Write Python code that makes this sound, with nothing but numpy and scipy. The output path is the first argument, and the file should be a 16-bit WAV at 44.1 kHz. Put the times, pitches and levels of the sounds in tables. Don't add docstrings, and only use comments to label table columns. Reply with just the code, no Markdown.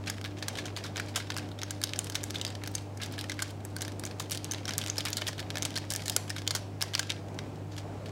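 import sys
import numpy as np
from scipy import signal
from scipy.fft import rfft, irfft
from scipy.io import wavfile
from scipy.ndimage import uniform_filter1d

SR = 44100
rng = np.random.default_rng(int(sys.argv[2]) if len(sys.argv) > 2 else 0)


def materialize(psi):
    bounded = np.clip(np.atleast_2d(psi).T, -1, 1)
    quanta = np.round(bounded * 32767).astype(np.int16)
    wavfile.write(sys.argv[1], SR, quanta)


def gain_from_db(level_db):
    decades = np.asarray(level_db, float) / 20
    return 10 ** decades


N = 357651
SPAN = 2048


def colour(x, table, db):
    hz, gain_db = np.transpose(table)
    f = np.arange(len(x) // 2 + 1) * SR / len(x) + 1
    y = irfft(rfft(x) * gain_from_db(np.interp(np.log(f), np.log(hz), gain_db)), len(x))
    return y * gain_from_db(db) / np.std(y)


def walk(rate):
    k = int(SR / rate)
    steps = np.repeat(rng.standard_normal(N // k + 1), k)
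    return 2.0 * uniform_filter1d(uniform_filter1d(steps, k), k)[:N]


# (frequency [Hz], density [dB per Hz])
ROOM_AIR = [(25, -20), (50, -3), (130, 3), (250, 2.5), (500, -2), (750, -4), (1100, -12.5), (1800, -19.5),
            (2400, -20.5), (3500, -26), (8000, -31.5), (16000, -58)]
# (frequency [Hz], density [dB per Hz])
POT_WHISTLE = [(350, -3), (600, 12), (750, 8), (900, -26)]


def moving_air():
    t = np.arange(N) / SR
    swell = np.exp(-((t - 5.6) / 1.13) ** 2)
    drift_db = 0.4 * walk(0.7) + 0.8 * walk(6) + 0.97 * swell
    air = gain_from_db(drift_db) * colour(rng.standard_normal(N), ROOM_AIR, -45)
    whistle = colour(rng.standard_normal(N), POT_WHISTLE, -62)
    return air + swell * gain_from_db(3.1 * walk(5.4)) * whistle


# (frequency [Hz], starting level [dB rms], drift [dB per s])
FRIDGE_TONES = [(100, -42, 0), (150, -58, .9), (300, -51, -.35)]


def fridge():
    t = np.arange(N) / SR
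    hum = 0
    for hz, db, drift in FRIDGE_TONES:
        hum = hum + gain_from_db(db + drift * t + 0.5 * walk(3.57)) * np.sin(2 * np.pi * hz * t)
    return np.sqrt(2) * hum


# (multiple of the turning rate [1], level [dB rms])
BLADE_TONES = [(6, -63), (7, -66), (8, -59), (10, -62), (11, -67), (16, -63.5)]


def fan():
    t = np.arange(N) / SR
    full_hz, lag_hz, settle_s, start_turn = 37.325, 0.275, 2.0, 0.13
    turn = np.cumsum(full_hz - lag_hz * np.exp(-t / settle_s)) / SR
    fade_db = -5 * np.clip(t - 5.1, 0, 1)
    tones = 0
    for k, db in BLADE_TONES:
        level = gain_from_db(db + 0.68 * walk(4.53) + fade_db)
        tones = tones + level * np.sin(2 * np.pi * (round(k) * turn + start_turn))
    return np.sqrt(2) * tones


def kitchen(x):
    t = np.arange(SR // 2) / SR
    t60_s, level_db = 0.32, -12.5
    tail = 0
    for hz, share in ((1000.0, 1.7), (3300.0, 0.39), (8500.0, 1.28)):
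        band = signal.butter(2, (hz / 3.5, hz * 1.47), "band", fs=SR, output="sos")
        echoes = signal.sosfilt(band, rng.standard_normal(len(t)))
        tail = tail + echoes * 10 ** (-3 * t / (t60_s * share))
    tail = tail * (1 - np.exp(-t / 0.00065))
    return signal.fftconvolve(x, tail * gain_from_db(level_db) / np.sqrt(np.sum(tail ** 2)))[:N]


# (frequency [Hz], density [dB per Hz])
FOIL_ALL_ROUND = [(530, -36), (900, 5.5), (1320, 4.5), (1550, 8), (5550, 4), (11300, -19.5), (16000, -52)]


def all_sides(near):
    strength = np.sqrt(np.abs(uniform_filter1d(near ** 2, size=40)))
    return 0.43 * near + 0.5 * strength * colour(rng.standard_normal(N), FOIL_ALL_ROUND, 0)


def rustle(crackle):
    busy = np.abs(uniform_filter1d(np.abs(crackle), size=11000))
    grains = rng.standard_normal(N) ** 3
    return busy * colour(grains, FOIL_ALL_ROUND, -15.5)


def resonance(hz, width):
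    f = np.arange(SPAN // 2 + 1) * SR / SPAN + 1
    return 1 / (1 + 1j * (f * f - hz * hz) / (f * width))


def unit_energy(response, push):
    ring = irfft(response * push, SPAN)
    return ring * np.sqrt(SR / 1000 / np.sum(ring ** 2, axis=1, keepdims=True))


def place(s, sounds):
    out = np.zeros(N + SPAN)
    np.add.at(out, (s * SR).astype(int)[:, None] + np.arange(SPAN), sounds)
    return out[:N]


def rings(s, energy_db, hz, length_ms, q):
    columns = np.broadcast_arrays(energy_db, hz, length_ms)
    energy_db, hz, length_ms = (column[:, None] for column in columns)
    age = np.arange(SPAN) * 1000 / SR / length_ms
    gust = rng.standard_normal((len(s), SPAN)) * np.exp(-age) * (1 - np.exp(-age / 0.11))
    knock = unit_energy(resonance(hz, hz / q) ** 2, rfft(gust))
    return place(s, knock * gain_from_db(energy_db))


# (time [s], energy over 1 ms [dB], pitch [Hz])
FURTHER_KNOCKS = [(0.182, -37.5, 1790), (0.855, -36, 807), (1.177, -31, 750), (1.623, -35, 800),
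                  (4.493, -40, 950), (4.8935, -34, 1700), (4.983, -31, 700), (5.22, -30, 750),
                  (5.291, -30.5, 750), (5.39, -33, 1900), (5.657, -32, 690), (5.841, -39.5, 1700),
                  (6.165, -27, 480), (6.837, -36, 800), (6.9512, -23.5, 2010), (6.98, -37, 750)]


def thuds():
    return rings(*np.transpose(FURTHER_KNOCKS), length_ms=3.3, q=0.93)


# (time [s], energy over 1 ms [dB], pitch [Hz], length [ms])
SACHET_PUFFS = [
    (0.584, -37, 900, 8),
    (0.998, -23.5, 1470, 2.8),
    (1.160, -27.5, 1150, 13),
    (1.303, -30.5, 1280, 3.3),
    (2.615, -38, 1550, 6.5),
    (2.999, -32.5, 1550, 8.7),
    (4.2015, -27.5, 1070, 4),
    (4.535, -32, 726, 17),
    (6.10, -31, 600, 12),
    (6.55, -32, 825, 14),
]


def puffs():
    return rings(*np.transpose(SACHET_PUFFS), q=1.0)


# (time [s], energy over 1 ms [dB], pitch [Hz])
SINGING_PANELS = [(0.0997, -30, 6410), (0.4831, -32, 4530), (1.1629, -33, 5390), (1.3038, -34, 6300),
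                  (1.366, -33, 1590), (1.6328, -30, 6500), (1.8384, -31, 5040), (1.9905, -23.5, 6650),
                  (2.156, -24.5, 3800), (2.414, -31, 3810), (2.4652, -27, 4760), (2.7527, -22.5, 6350),
                  (3.2965, -27.5, 2080), (3.4218, -27, 6830), (4.0518, -29.5, 6300), (4.317, -26.5, 5450),
                  (4.5117, -23, 6300), (4.5206, -27, 6360), (4.6537, -30, 5670), (4.6813, -30, 3200),
                  (4.6929, -28, 6250), (4.8182, -30, 3200), (4.8988, -21.5, 6400), (4.9832, -24, 5360),
                  (5.008, -32, 3040), (5.1303, -31, 4280), (5.1693, -28, 4450), (5.2217, -27.5, 3020),
                  (5.277, -34, 3390), (5.6226, -26.5, 6170), (5.651, -35, 3360), (5.7662, -25.5, 4230),
                  (5.774, -28, 5740), (5.951, -39, 6410), (6.0808, -28, 4280), (6.0976, -31, 7190),
                  (6.163, -18, 7150), (6.3025, -29, 5130), (6.476, -24, 4300), (6.5086, -30, 9060),
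                  (6.824, -25, 5440), (6.941, -27, 3070), (6.9517, -26, 4650), (6.9943, -25, 4760),
                  (7.1024, -25, 3500), (0.959, -30, 1580), (2.357, -23.5, 3650), (3.026, -33, 3020)]


def panels():
    return rings(*np.transpose(SINGING_PANELS), length_ms=1.4, q=8.1)


# (frequency [Hz], width [Hz], level [dB])
SACHET_RINGS = [(3120, 590, -3.5), (3720, 110, -5.5)]
# (frequency [Hz], width [Hz], level [dB])
AIR_POCKET = [(1705, 110, 10), (990, 200, -48), (2297, 670, 5.5), (620, 300, -3.5)]


def creases(s, energy_db, centre_hz, pocket_db, cascade_ms):
    columns = np.broadcast_arrays(energy_db, centre_hz, pocket_db, cascade_ms)
    energy_db, centre, pocket_db, cascade_ms = (column[:, None] for column in columns)
    ticks = rng.standard_normal((len(s), SPAN))
    tuning, weight = rng.standard_normal((2, len(s), 6))
    ms = np.arange(SPAN) * 1000 / SR
    length = np.clip(cascade_ms, 0.2, 26)
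    rise = 1 - np.exp(-(ms + 1.1) / (0.018 * length ** 2))
    shape = rise * (np.exp(-1.3 * (ms / length) ** 0.67) + 0.64 * np.exp(-ms / 3.3))
    push = np.sign(ticks) * np.abs(ticks) ** 2.7 * shape
    push[:, 3] -= 3.6 * np.sqrt(np.sum(push ** 2, axis=1)) / (1 + length[:, 0] ** 2)
    push = rfft(push)

    sheet = resonance(0.97 * centre, 0.97 * centre)
    for hz, width, db in SACHET_RINGS:
        sheet = sheet + gain_from_db(db) * resonance(hz, width)
    for k in range(6):
        hz = np.clip(centre * np.exp(0.24 * tuning[:, k:k + 1]), 2300, 13000)
        sheet = sheet + 0.54 * weight[:, k:k + 1] * resonance(hz, hz / 5.6)
    sheet = sheet * resonance(0.5 * centre, 1.09 * centre) * resonance(centre, 2.85 * centre)

    squeeze = np.exp(0.06 * weight[:, :1])
    pocket = 0
    for k, (hz, width, db) in enumerate(AIR_POCKET):
        pocket = pocket + (-1) ** k * gain_from_db(db) * resonance(hz * squeeze, width)
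    pocket = pocket * resonance(630.0, 4000.0)
    sound = unit_energy(sheet, push) + gain_from_db(pocket_db) * unit_energy(pocket, push)
    return place(s, sound * gain_from_db(energy_db))


# (time [s], energy over 1 ms [dB], length [ms])
SOFT_RUBS = [(0.2133, -35, 2.8), (0.2424, -31.5, 3.2), (0.383, -37, 14), (0.5709, -30, 12),
             (0.781, -33, 14), (0.852, -35, 7.8), (0.8624, -32, 12), (1.084, -35, 13), (1.5157, -38, 5.8),
             (1.5888, -33.5, 5), (2.045, -38, 1.1), (2.503, -36, 2.3), (2.552, -32.5, 2.6),
             (3.119, -34, 30), (3.139, -37, 3.3), (3.9197, -40, 2.4), (4.111, -37, 4), (4.4506, -35, 2),
             (5.1032, -36, 2.2), (5.3308, -34.5, 1.4), (5.5039, -27.5, 0.63), (5.507, -31.5, 6.3),
             (5.5828, -30, 1.4), (6.002, -36, 8), (6.419, -36.5, 3.1), (7.03, -31, 1.8), (7.7147, -39, 21),
             (7.778, -30.5, 13), (8.058, -35.5, 10)]


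def rubs():
    s, energy_db, length_ms = np.transpose(SOFT_RUBS)
    return creases(s, energy_db, centre_hz=4170, pocket_db=-4.5, cascade_ms=length_ms)


# (time [s], energy over 1 ms [dB], centre of colour [Hz])
SMALL_PRICKS = [(0.039, -43, 3110), (0.2771, -44.6, 3000), (0.31, -48.5, 3470), (0.3699, -44, 2560),
                (0.3763, -44, 3210), (0.554, -33.5, 3870), (0.6815, -39, 2930), (0.6936, -49, 3110),
                (0.7026, -44, 2520), (1.1411, -45, 3130), (1.1486, -39, 3070), (1.2708, -42, 3530),
                (1.3192, -33, 3710), (1.394, -37, 3870), (1.5781, -51, 3220), (1.829, -34, 4670),
                (2.058, -42, 4320), (2.1467, -32, 5120), (2.2112, -42.3, 4050), (2.301, -36, 4420),
                (2.3973, -37.9, 2950), (2.4773, -33, 4560), (2.6522, -41, 3300), (2.715, -45, 13500),
                (2.74, -44.9, 6390), (2.9728, -38.5, 5450), (3.0604, -34, 5660), (3.1126, -43, 3720),
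                (3.3074, -39, 2490), (3.3406, -42.2, 5050), (3.5058, -39, 5610), (3.604, -49, 3320),
                (3.7853, -38, 4860), (4.0726, -38, 4100), (4.3537, -32, 5100), (4.4611, -43, 3480),
                (4.582, -39, 3550), (4.6322, -47, 3020), (4.7215, -36, 4310), (4.751, -39, 3430),
                (4.8184, -36, 3970), (4.828, -36, 3450), (4.9576, -36, 5150), (4.998, -34, 3630),
                (5.266, -36, 2790), (5.401, -29.5, 4750), (5.4275, -39, 3310), (5.5431, -44, 3630),
                (5.7417, -36, 4330), (5.7631, -26, 4290), (5.9943, -35, 3870), (6.02, -33.5, 4460),
                (6.2788, -39, 4120), (6.467, -36, 4050), (6.802, -52, 2830), (6.936, -30, 4090),
                (6.9858, -45, 4000), (7.1084, -34, 3420), (7.1749, -59, 3930), (8.0923, -43, 4030)]


def pricks():
    return creases(*np.transpose(SMALL_PRICKS), pocket_db=-4, cascade_ms=3.6)


# (time [s], energy over 1 ms [dB], centre of colour [Hz])
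NEEDLE_TICKS = [(0.1002, -31, 9500), (0.563, -37, 3900), (1.3755, -31, 9500), (1.8727, -34, 5000),
                (2.0442, -32.5, 9500), (2.3485, -38, 4300), (3.1242, -39, 10500), (4.2982, -34, 6000),
                (4.3104, -28.5, 11000), (4.3486, -29, 5000), (4.672, -44, 5500), (5.0527, -30, 10000),
                (5.1038, -31, 10500), (5.583, -33, 9450), (5.784, -29, 4800), (5.922, -27, 9000),
                (5.9735, -43, 7500), (5.706, -35, 4200), (4.224, -38, 5500), (6.8368, -35, 5200)]


def needles():
    return creases(*np.transpose(NEEDLE_TICKS), pocket_db=-18, cascade_ms=1)


# (time [s], peak level [dB])
LONE_TICKS = [(0.0618, -27), (0.182, -31), (1.0607, -31), (1.342, -24), (1.4878, -31), (1.96, -18.5),
              (2.0153, -31), (2.069, -21), (2.1216, -22), (2.384, -24), (2.6607, -23), (3.8082, -18),
              (4.3082, -19.5), (4.347, -26), (4.8817, -17), (4.9571, -36), (4.9684, -21), (5.213, -20),
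              (5.38, -21.5), (6.0877, -20), (7.0705, -28), (7.2834, -34), (7.3435, -34.5), (7.5572, -36.5),
              (7.7655, -25.5), (8.084, -35)]


def lone_ticks():
    s, peak_db = np.transpose(LONE_TICKS)
    energy_db = peak_db - 12
    return creases(s, energy_db, centre_hz=4700, pocket_db=-4.5, cascade_ms=4.7)


# (time [s], energy over 1 ms [dB], centre of colour [Hz], pocket share [dB], cascade [ms])
PINCH_SNAPS = [(0.0705, -24.5, 3640, -7, 13), (0.078, -36, 3540, 6, 7.7), (0.0987, -23.5, 5650, -0.5, 3.9),
               (0.2491, -30, 3580, -3, 3.6), (0.258, -34.5, 4580, 4, 7.8), (0.4252, -26.5, 4080, -1.5, 6.9),
               (0.483, -21.5, 5200, -2.5, 2.2), (0.5832, -25.5, 3800, -0.5, 13.5),
               (0.655, -28, 4300, -5, 10), (0.7648, -27, 5140, -8, 1.6), (0.7706, -29, 4830, 0.5, 8.5),
               (0.8388, -30, 4100, 0.5, 10), (0.959, -31.5, 4180, 2.5, 8.1), (0.9692, -27, 4430, -6, 2.3),
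               (0.9777, -30, 4070, 2, 8.7), (0.9982, -28.5, 4500, 3, 2), (1.1584, -16, 4740, -6.5, 11),
               (1.1984, -31, 3420, 1, 13), (1.303, -24, 4300, -4.5, 4.1), (1.366, -29, 5050, 3.5, 1.4),
               (1.375, -35, 5430, 1, 2.1), (1.383, -28, 4230, -1.5, 7.3)]
TURN_SNAPS = [(1.617, -29.5, 4030, -15, 0.9), (1.623, -36, 3210.0, -10, 1.8), (1.633, -25.5, 5100, -3, 1.5),
              (1.7078, -23.5, 5800, -7, 1.9), (1.8161, -29.5, 5230, -3, 1.5),
              (1.838, -15.5, 6200, -10, 1.5), (1.8925, -31, 4120, -9, 6), (1.9352, -23, 4500, -11, 1.2),
              (1.9907, -18.5, 7100, -12, 0.53), (2.099, -27, 5730, -6, 1.3), (2.1534, -19, 4700, -7, 6.2),
              (2.2328, -32, 6310.0, -7, 2.2), (2.2394, -24.5, 7100, -7, 0.82), (2.3067, -27, 5900, -7, 1.3),
              (2.343, -27.5, 4130, -4, 16), (2.3563, -31, 4160, -32, 1.5), (2.4135, -23, 4940, -14, 3.2),
              (2.45, -22, 4860, -9, 0.96), (2.466, -34, 4860, -11, 1.4), (2.6371, -32, 4260, 0.5, 1.8),
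              (2.675, -27.5, 6000, -2, 2.1), (2.752, -22.5, 7100, -10.5, 1.2),
              (2.781, -33.5, 3520, -15, 2.2)]
FOLD_SNAPS = [(3.0151, -25, 4170, -3.5, 20), (3.0335, -26.5, 5440, -14, 3.9), (3.18, -34, 4270.0, 4, 3.2),
              (3.189, -26, 5500, -6, 8.2), (3.211, -27.5, 5900, -17, 2.6), (3.241, -37, 3970, 5, 3.6),
              (3.2963, -26, 4620, -6, 3.9), (3.3184, -27, 5170, -1.5, 3.3), (3.3918, -32, 4170.0, 7.5, 6.8),
              (3.402, -33, 3520.0, -7, 2.2), (3.422, -22.5, 5660, -1.5, 1.5), (3.425, -22, 6040, -7, 3.2),
              (3.6506, -32, 7200, -6, 2), (3.7651, -27.5, 6400, -2, 1.7), (3.8193, -25, 6400, -12, 1.7),
              (3.8229, -26.5, 5700, -4.5, 4.4), (3.849, -32, 4270, -3.5, 5.9), (3.88, -32, 6150, -1, 3.7),
              (3.9963, -31, 7520.0, -10, 1.9), (4.0375, -31, 5500, 1, 1.2),
              (4.052, -30.5, 6500, -20.4, 2.1), (4.063, -33, 5830.0, -2, 5.6), (4.197, -23, 5440, -10, 10)]
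SHAKE_SNAPS = [(4.3176, -24, 5530, -13, 1.8), (4.3235, -25.5, 5650, -14, 1.5),
               (4.3283, -28, 5030, -21, 9.2), (4.3743, -27, 5800, -18, 1.6), (4.4444, -27, 6000, -16, 1.7),
               (4.5118, -29, 5940, -12, 0.92), (4.519, -26, 5500, -7, 3.4), (4.536, -27.5, 4800, -5.5, 1.5),
               (4.5463, -29.5, 3500, -15, 1.3), (4.6546, -30.5, 5300, -4, 1.6),
               (4.6795, -27, 4120, -4, 5.9), (4.6916, -28, 5260, 3, 1.6), (4.708, -26, 4540, -6, 2),
               (4.7364, -27.5, 5300, -7, 2), (4.781, -17.5, 8000, -12.5, 0.93),
               (4.7865, -26.5, 4890.0, -5, 4.4), (4.8138, -27, 4160.0, -15, 3.5),
               (4.839, -30, 4430, -5, 1.2), (4.8626, -26.5, 4500, -11, 0.97),
               (4.8733, -30, 4740.0, -15, 1.6), (4.899, -26.5, 6000, -25, 2.3),
               (4.9812, -19.5, 5560, -9, 5.3), (5.006, -24.0, 4340, -17, 3.5)]
WRING_SNAPS = [(5.0528, -26, 5000, -1.5, 2.2), (5.058, -23, 4470, -11, 1.4), (5.0637, -29, 4400, 4.5, 16),
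               (5.084, -27, 5530, -7, 2.5), (5.13, -21.5, 5770, -18, 3), (5.1691, -21.5, 6400, -12, 3.4),
               (5.18, -26.5, 4700, -4, 7.8), (5.2182, -27, 3540, -2, 3.1), (5.2691, -24, 4960.0, -14, 1.6),
               (5.277, -26, 4870, -17, 1.5), (5.281, -22, 4700, -3.5, 7.7), (5.394, -27, 4300, -7, 7.2),
               (5.556, -29, 5130, 3, 1.6), (5.5714, -24.5, 5130, -1.5, 2.2), (5.6233, -24, 5830, -20, 1),
               (5.629, -25, 5570, -4, 1.2), (5.651, -19, 4860, -11, 4.8), (5.7567, -24.5, 4640, -12, 9.8),
               (5.7683, -35, 4900, -23, 0.7), (5.7759, -23.5, 5100, -3, 1.8),
               (5.7826, -40, 5410.0, -12, 1.7)]
TAP_SNAPS = [(5.904, -22, 6350, -20, 1.9), (5.9118, -26, 5460, -4, 4.1), (5.921, -33, 5740, 2.5, 1.6),
             (5.937, -23.5, 7440, -11, 1.7), (5.951, -28, 5440.0, -0.5, 1.3), (5.9616, -22, 6950, -13, 1),
             (6.0573, -26.5, 5530, -6, 7.9), (6.081, -23, 5530, -8, 1.2), (6.0976, -18.5, 6600, -14, 0.85),
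             (6.119, -30.5, 6020.0, -6, 13), (6.1641, -13.5, 7340, -8.5, 1.9),
             (6.2965, -31, 6100, -19, 1.4), (6.302, -27, 4860, 2.5, 3.9), (6.3633, -29.5, 4500, -0.5, 5.8),
             (6.3815, -29, 4620.0, -3, 9.9), (6.4763, -16, 5400, -18, 2.5), (6.5077, -18, 5450, -6, 3),
             (6.5502, -17.5, 5300, -5, 9.4), (6.5624, -31, 5400, -16, 5.4)]
FLICK_SNAPS = [(6.81, -31, 5650.0, 1.5, 1.2), (6.8163, -20, 4700, -10, 3), (6.8242, -17.5, 5640, -6, 1.2),
               (6.832, -37, 4630.0, -8, 5.8), (6.941, -28, 3880, -11, 4), (6.9513, -16, 6050, -15, 0.9),
               (6.9788, -30, 4900, -17, 0.8), (6.994, -17, 4900, -2.5, 2.2), (7.096, -28, 3500, -25, 4.5),
               (7.102, -20, 3700, -12, 2.5), (7.12, -29, 3740, -22, 1.7), (7.3891, -29, 3480, -3.5, 1.9)]


def snaps():
    first_moves = PINCH_SNAPS + TURN_SNAPS + FOLD_SNAPS
    clear = np.transpose(first_moves + SHAKE_SNAPS + WRING_SNAPS + TAP_SNAPS + FLICK_SNAPS)
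    s, energy_db, centre_hz, pocket_db, _ = np.repeat(clear, 13, axis=1)
    chance = rng.random((4, len(s)))
    when = np.clip(s - 0.012 + 0.09 * chance[0] ** 1.3, 0, (N - 1) / SR)
    size_db = np.minimum(energy_db, -22) - 27 + 6 * chance[1] ** 2
    duller_hz = centre_hz * (0.55 + 0.31 * chance[2])
    crowd = creases(when, size_db, duller_hz, pocket_db, 2.3 + 5.8 * chance[3])
    return creases(*clear) + crowd


def foil():
    crackle = snaps() + lone_ticks() + needles() + pricks() + rubs()
    crackle = crackle + panels() + puffs() + thuds()
    return crackle + rustle(crackle)


def scene():
    near = foil()
    room = moving_air() + fridge() + fan()
    return (near + kitchen(all_sides(near)) + room)[None, :]


def band_limit(x):
    return signal.sosfilt(signal.butter(12, 16990, fs=SR, output="sos"), x)


def record(dry):
    hissy = dry + gain_from_db(-70) * rng.standard_normal(dry.shape)
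    shelf = signal.ellip(8, 0.3, 23, 15800, fs=SR, output="sos")
    wall = signal.ellip(10, 0.3, 60, 16950, fs=SR, output="sos")
    mix = signal.sosfilt(wall, signal.sosfilt(shelf, hissy))
    return band_limit(mix)


dry = scene()
out = record(dry)
materialize(out)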